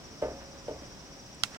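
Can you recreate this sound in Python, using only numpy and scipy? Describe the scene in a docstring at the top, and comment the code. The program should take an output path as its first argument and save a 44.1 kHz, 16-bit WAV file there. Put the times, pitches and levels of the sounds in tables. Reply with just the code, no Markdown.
"""First you hear ventilation humming in a workshop, with the thin pulsing whine of a control panel.
Two dull thuds, like footfalls on a hollow floor, set the room ringing, with faint bumps and scuffs.
Then, between two tiny ticks, a relay (an electric switch) snaps once, close by on the right:
its moving arm lands, rings its housing and shakes the panel."""
import sys
import numpy as np
from scipy import signal
from scipy.fft import rfft, irfft
from scipy.io import wavfile

SR = 44100
rng = np.random.default_rng(int(sys.argv[2]) if len(sys.argv) > 2 else 0)


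def unload_wav(signal):
    """Save mono or channel-first audio to the path in sys.argv[1] as 16-bit WAV at rate SR, clipped to [-1, 1]."""
    wavfile.write(
        sys.argv[1],
        SR,
        np.round(np.clip(np.atleast_2d(signal).T, -1, 1) * 32767).astype(np.int16),
    )


N = 70560
T = np.arange(N) / SR


def from_db(db):
    """Turn decibels into a number to multiply by."""
    return 10 ** (np.asarray(db) / 20)

def rms_one(x):
    """Scale a sound so that its average strength (rms) is 1."""
    return x / np.sqrt(np.mean(x ** 2) + 1e-20)

def at_hz(points, hz):
    """Read between the rows of a table, on a scale of octaves."""
    freqs, values = np.transpose(points)
    return np.interp(np.log(hz), np.log(freqs), values)

def pan(db):
    """Left and right gains: positive dB leans left, negative leans right."""
    return from_db(np.array([[db], [-db]]) / 2)

def clicks(rows):
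    """One-sample blows from rows of time in seconds and level in dB."""
    out = np.zeros(N)
    for start, db in rows:
        out[int(start * SR)] += from_db(db)
    return out

def resonate(x, hz, width_hz):
    """Pass a sound twice through a resonance; a narrower one rings longer."""
    radius = np.exp(-np.pi * width_hz / SR)
    gain = (1 - radius ** 2) / 2
    section = [gain, 0, -gain, 1, -2 * radius * np.cos(2 * np.pi * hz / SR), radius ** 2]
    return signal.sosfilt([section] * 2, x + 1e-18)

def cut(x, hz, kind):
    """A gentle filter: "low", "high" or "band" is the part kept; "bandstop" removes a band."""
    return signal.sosfilt(signal.butter(2, hz, kind, fs=SR, output="sos"), x + 1e-18)

def lows_of(x, hz, order):
    """Keep what lies below hz without delaying it."""
    return signal.sosfiltfilt(signal.butter(order, hz, fs=SR, output="sos"), x)

def wobble(hz):
    """A random wiggle of strength 1, mostly slower than hz."""
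    return rms_one(cut(rng.standard_normal(N), hz, "low"))

def stereo(pair, alike):
    """Mix two noises into left and right: alike is 0 for unrelated sides, 1 for identical."""
    return np.sqrt(1 + alike) * pair[0] + np.sqrt(1 - alike) * pair[1] * [[1], [-1]]

def left_late(x, lag_s):
    """Delay the left side."""
    hz = np.arange(N + 1) * SR / (2 * N)
    delayed = rfft(x[0], 2 * N) * np.exp(-2j * np.pi * hz * lag_s)
    return np.array([irfft(delayed)[:N], x[1]])

def dying(start, fade_s, rise_s):
    """Rise quickly, then die away. A fade time is how long a drop of 60 dB takes."""
    age = np.maximum(T - start, 0)
    return (1 - np.exp(-age / rise_s)) * np.exp(-np.log(1000) * age / fade_s)

def hump(peak_s, half_s):
    """Swell and fade smoothly around one moment."""
    return np.exp(-((T - peak_s) / half_s) ** 2)

def ringing(start, notes, build_cycles=2.36):
    """A struck object's own notes take a few cycles to build up, then die away."""
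    return sum(from_db(db) * dying(start, fade_s, build_cycles / hz)
               * np.sin(2 * np.pi * hz * (T - start)) for hz, db, fade_s in notes)

# How alike the room sounds on both sides. Each row: frequency in Hz, likeness from 0 to 1.
ROOM_LIKENESS = [(30, 0.83), (130, 0.81), (400, 0.55), (1000, 0.91), (2200, 0.074), (4000, 0.34),
                 (14000, 0.091)]

def noise(colour, flicker_db=0, likeness=ROOM_LIKENESS):
    """Stereo noise of strength 1, built from third-octave bands that can each flicker."""
    edges = 20 * 2 ** (np.arange(30) / 3)
    white = rng.standard_normal((2, 2, N + SR // 4))
    out = 0
    for k, band in enumerate(zip(edges, edges[1:])):
        hz = np.sqrt(band[0] * band[1])
        flicker = np.interp(T, np.linspace(0, T[-1], 40), rng.standard_normal(40))
        gain = from_db(at_hz(colour, hz) + flicker_db * flicker)
        pair = cut(white[k % 2], band, "band")[:, -N:]
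        out = out + gain * stereo(pair, at_hz(likeness, hz))
    return rms_one(out)


# The ventilation's hum. Each row: pitch in Hz, level in dB.
HUM_TONES = [(204.6, -68.5), (280, -68.5), (549, -69)]
# The rush of air. Each row: frequency in Hz, relative level in dB.
AIR_COLOUR = [(20, -1.5), (60, 1), (95, 0), (150, 3), (280, 0), (450, -3.5), (700, -5.5), (1200, -9.5),
              (2200, -13), (4000, -14), (7000, -19), (9500, -27), (11500, -30.5), (14500, -30)]
# How the lower part of the rush drifts. Each row: time in seconds, level change in dB.
AIR_DRIFT = [(0, 1.5), (0.6, 1), (0.95, 1.5), (1.28, -1), (1.57, 1)]

def ventilation():
    """Moving air rushes over a faint hum; its lower part eases off briefly."""
    hum = sum(from_db(db) * np.sqrt(2) * np.sin(2 * np.pi * (hz * T + rng.random()))
              for hz, db in HUM_TONES)
    air = from_db(-50) * noise(AIR_COLOUR, flicker_db=0.6)
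    lows = lows_of(air, hz=2000, order=2)
    drift = from_db(np.interp(T, *np.transpose(AIR_DRIFT)))
    return hum + (air - lows) + lows * drift


def pulsing(x, peak_s, swing_db, per_second=14.85):
    """Make a sound swell over and over, no two swells quite alike; strength 1."""
    uneven_db = 0.8 * wobble(per_second)
    pulse_db = swing_db * np.cos(2 * np.pi * per_second * (T - peak_s))
    return rms_one(x * from_db(uneven_db + pulse_db))

# The whine. Each row: pitch in Hz, level in dB, time of one swell in seconds, swing in dB.
WHINE_TONES = [(5697, -61.5, .053, 6.5), (4940, -67.5, .065, 7.5), (5184, -70, .056, 1),
               (6062, -71.5, .053, 4)]
# The hiss around it. Each row: centre in Hz, width in Hz, level in dB, swing in dB.
WHINE_HISS = [(5820, 330, -65, 4), (5450, 950, -57.5, .7)]

def whine():
    """The electronics give high, wavering tones in a narrow hiss, all pulsing at one rate."""
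    out = 0
    for hz, db, peak_s, swing_db in WHINE_TONES:
        pitch_hz = hz + 20 * wobble(hz=60)
        tone = np.sin(2 * np.pi * np.cumsum(pitch_hz) / SR)
        out = out + from_db(db) * pulsing(tone, peak_s, swing_db)
    for hz, width_hz, db, swing_db in WHINE_HISS:
        hiss = stereo(resonate(rng.standard_normal((2, N)), hz, width_hz), alike=0.054)
        out = out + from_db(db) * pulsing(hiss, peak_s=0.053, swing_db=swing_db)
    return out


# The two blows. Each row: start in seconds, level in dB, frequency in Hz above which it is dulled.
THUD_BLOWS = [(0.2235, -3.5, 1390), (0.6827, -8, 790)]
# The paths a thud arrives by. Each row: seconds after the main arrival, level in dB.
THUD_ARRIVALS = [(-0.0049, -14), (0, 0), (0.0086, -7), (0.0132, -8), (0.0229, -8), (0.0261, -11),
                 (0.0294, -6), (0.0342, -8), (0.0455, -16), (0.0605, -13), (0.0652, -14), (0.0815, -15),
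                 (0.0908, -18)]
# The notes of the floor and room. Each row: pitch in Hz, level in dB, fade time in seconds.
FLOOR_NOTES = [(66.8, -36, 0.8), (129.5, -36, 0.36), (288.8, -37, 0.59), (428, -46.5, 0.34),
               (462, -45, 0.33), (549.6, -45.5, 3.4), (616, -27.5, 0.15), (716, -43, 0.87),
               (892, -33, 0.25), (1207, -43.5, 0.31), (1517, -38, 0.16), (2050, -34.5, 0.12)]
# The wash of echoes after a thud. Each row: frequency in Hz, relative level in dB.
WASH_COLOUR = [(60, -3.5), (200, -8), (350, -1), (600, 4.5), (900, -9), (1500, -10.5), (2200, -10),
               (4000, -16), (14000, -26)]
# How alike that wash is on both sides. Each row: frequency in Hz, likeness from 0 to 1.
WASH_LIKENESS = [(60, 0.94), (600, 1), (2000, 1)]
# The gritty graze on contact. Each row: frequency in Hz, relative level in dB.
GRAZE_COLOUR = [(300, -24), (1600, 8.5), (3000, 2.5), (4500, -2), (8000, -6.5), (14000, -17)]

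def thuds():
    """Each soft blow grazes the floor, knocks hollowly and leaves the floor and room ringing."""
    wash = noise(WASH_COLOUR, likeness=WASH_LIKENESS)
    grit = noise(GRAZE_COLOUR)
    graze_lead_s = 0.0068
    out = 0
    for start, db, dull_hz in THUD_BLOWS:
        arrivals = clicks([(start + delay, path_db) for delay, path_db in THUD_ARRIVALS])
        knock = from_db(23) * cut(resonate(arrivals, hz=509, width_hz=231), 224, "high")
        room = from_db(-30.5) * wash * dying(start, fade_s=0.56, rise_s=0.0015)
        graze = from_db(-45.5) * grit * dying(start - graze_lead_s, fade_s=0.26, rise_s=0.0015)
        body = cut(room - knock - ringing(start, FLOOR_NOTES), dull_hz, "low")
        out = out + from_db(db) * (graze + body)
    return out


# Three bumps and a ring. Each row: start in seconds, strength in dB, pitch in Hz, width in Hz.
BUMPS_AND_RING = [(0.335, 5.5, 257, 110), (0.821, -3.5, 262, 242), (0.831, 4.5, 565, 59.5),
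                  (0.875, 3, 95, 60)]

def bumps_and_ring():
    """Faint low bumps, and a brief hollow ring after the second thud."""
    return sum(resonate(clicks([(start, db)]), hz, width_hz)
               for start, db, hz, width_hz in BUMPS_AND_RING)


# The scuffs. Each row: peak time and half length in seconds, level in dB, pan in dB.
SCUFF_RUBS = [(0.42, 0.018, -55.5, -1), (0.842, 0.021, -54.5, 0), (1.553, 0.028, -50, -8)]
# The sound of rubbing. Each row: frequency in Hz, relative level in dB.
RUB_COLOUR = [(100, 6.5), (300, -8), (700, -5), (2000, 3), (4000, -12.5), (8000, -15), (15000, -56)]

def scuffs():
    """Short, soft rubs make a noise that swells and fades."""
    level = sum(from_db(db) * pan(pan_db) * hump(peak_s, half_s)
                for peak_s, half_s, db, pan_db in SCUFF_RUBS)
    return level * noise(RUB_COLOUR, flicker_db=2.5)


# The ticks. Each row: peak time and half length in seconds, centre and width in Hz, level in dB.
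TINY_TICKS = [(1.348, 0.0045, 7950, 400, -57), (1.547, 0.0019, 2760, 2200, -45)]

def ticks():
    """Tiny bursts of bright noise tick on the right."""
    out = 0
    for peak_s, half_s, hz, width_hz, db in TINY_TICKS:
        hiss = rms_one(resonate(rng.standard_normal((2, N)), hz, width_hz))
        out = out + from_db(db) * hump(peak_s, half_s) * hiss
    return pan(-11.5) * out


# The relay's arm lands and chatters. Each row: start in seconds, level in dB.
ARM_HITS = [(1.4346, -12), (1.4356, 0), (1.4371, -12)]
# The notes of its housing. Each row: pitch in Hz, width in Hz, level in dB, pan in dB.
HOUSING_NOTES = [(760, 300, -3.5, -3), (1371, 380, 7.5, -11.5), (2090, 470, 6.5, 10), (2740, 110, 6, -7),
                 (3280, 780, 11.5, -12.5), (4400, 1600, 4, -5), (5350, 440, 8, -7.5),
                 (6200, 1470, -1.5, 12.5), (7940, 680, 4.5, -8.5), (9500, 1200, -2.5, -11),
                 (11900, 2800, -8, -10), (15100, 1200, -14, 0)]
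# The snap as the panel and room scatter it. Each row: frequency in Hz, relative level in dB.
SCATTER_COLOUR = [(60, 0), (400, -21.5), (800, -1.5), (1400, -2.5), (2100, 3.5), (3000, -0.5), (5500, 1.5),
                  (9000, -4.5), (13000, -27), (15000, -3)]
# The crack, two bursts of echoes off the panel, then the room.
# Each row: delay in seconds, level in dB, fade time in seconds, treble limit in Hz, pan in dB.
SCATTER_BURSTS = [(0.0005, -19, 0.011, 6050, -13.5), (0.0055, -38, 0.043, 8500, -8),
                  (0.01, -45.5, 0.06, 16000, -13), (0.019, -55.5, 0.67, 15000, -10.5)]
# The low ring of the panel. Each row: pitch in Hz, level in dB, fade time in seconds.
PANEL_NOTES = [(55, -60, .15), (129, -37.5, 0.11), (230, -51, 0.15)]

def relay():
    """The arm's hits ring the housing and shake the panel; the surroundings scatter the snap."""
    housing = 0
    for hz, width_hz, db, pan_db in HOUSING_NOTES:
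        hits = clicks([(start, hit_db + rng.normal(0, 0.43)) for start, hit_db in ARM_HITS])
        note = from_db(db) * pan(pan_db) * resonate(hits, hz, width_hz)
        housing = note - housing  # neighbouring notes get opposite signs
    delayed = np.roll(housing, int(0.0057 * SR), axis=1)  # one echo off the cabinet
    snap = housing + from_db(-7.5) * cut(delayed, 1590, "low")
    # The lows reach both sides together; the treble reaches the left late, off the panel.
    lows = lows_of(snap, hz=1300, order=4)
    treble = left_late(snap - lows, lag_s=0.0007)
    landing = max(ARM_HITS, key=lambda row: row[1])[0]  # time of the hardest hit
    scatter = noise(SCATTER_COLOUR)
    spread = 0
    for delay, db, fade_s, top_hz, pan_db in SCATTER_BURSTS:
        level = from_db(db) * pan(pan_db) * dying(landing + delay, fade_s, rise_s=0.00015)
        spread = spread + level * cut(scatter, top_hz, "low")
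    return lows + treble + spread + ringing(landing, PANEL_NOTES)


def scene():
    """Add up the sounds; the ventilation, thuds, bumps and scuffs sound slightly later on the left."""
    workshop = ventilation() + thuds() + bumps_and_ring() + scuffs()
    return left_late(workshop, lag_s=0.000136) + whine() + ticks() + relay()

def record(dry):
    """Filter out a narrow band of high treble and the very top; stop the sound just before the end."""
    end_s, fade_s, top_hz = 1.567, 0.005, 17200
    notched = cut(dry, hz=(10500, 12300), kind="bandstop")
    fade_out = np.clip((end_s - T) / fade_s + 1, 0, 1)
    return signal.sosfilt(signal.cheby2(12, 70, top_hz, fs=SR, output="sos"), notched * fade_out)


dry = scene()
out = record(dry)
unload_wav(out)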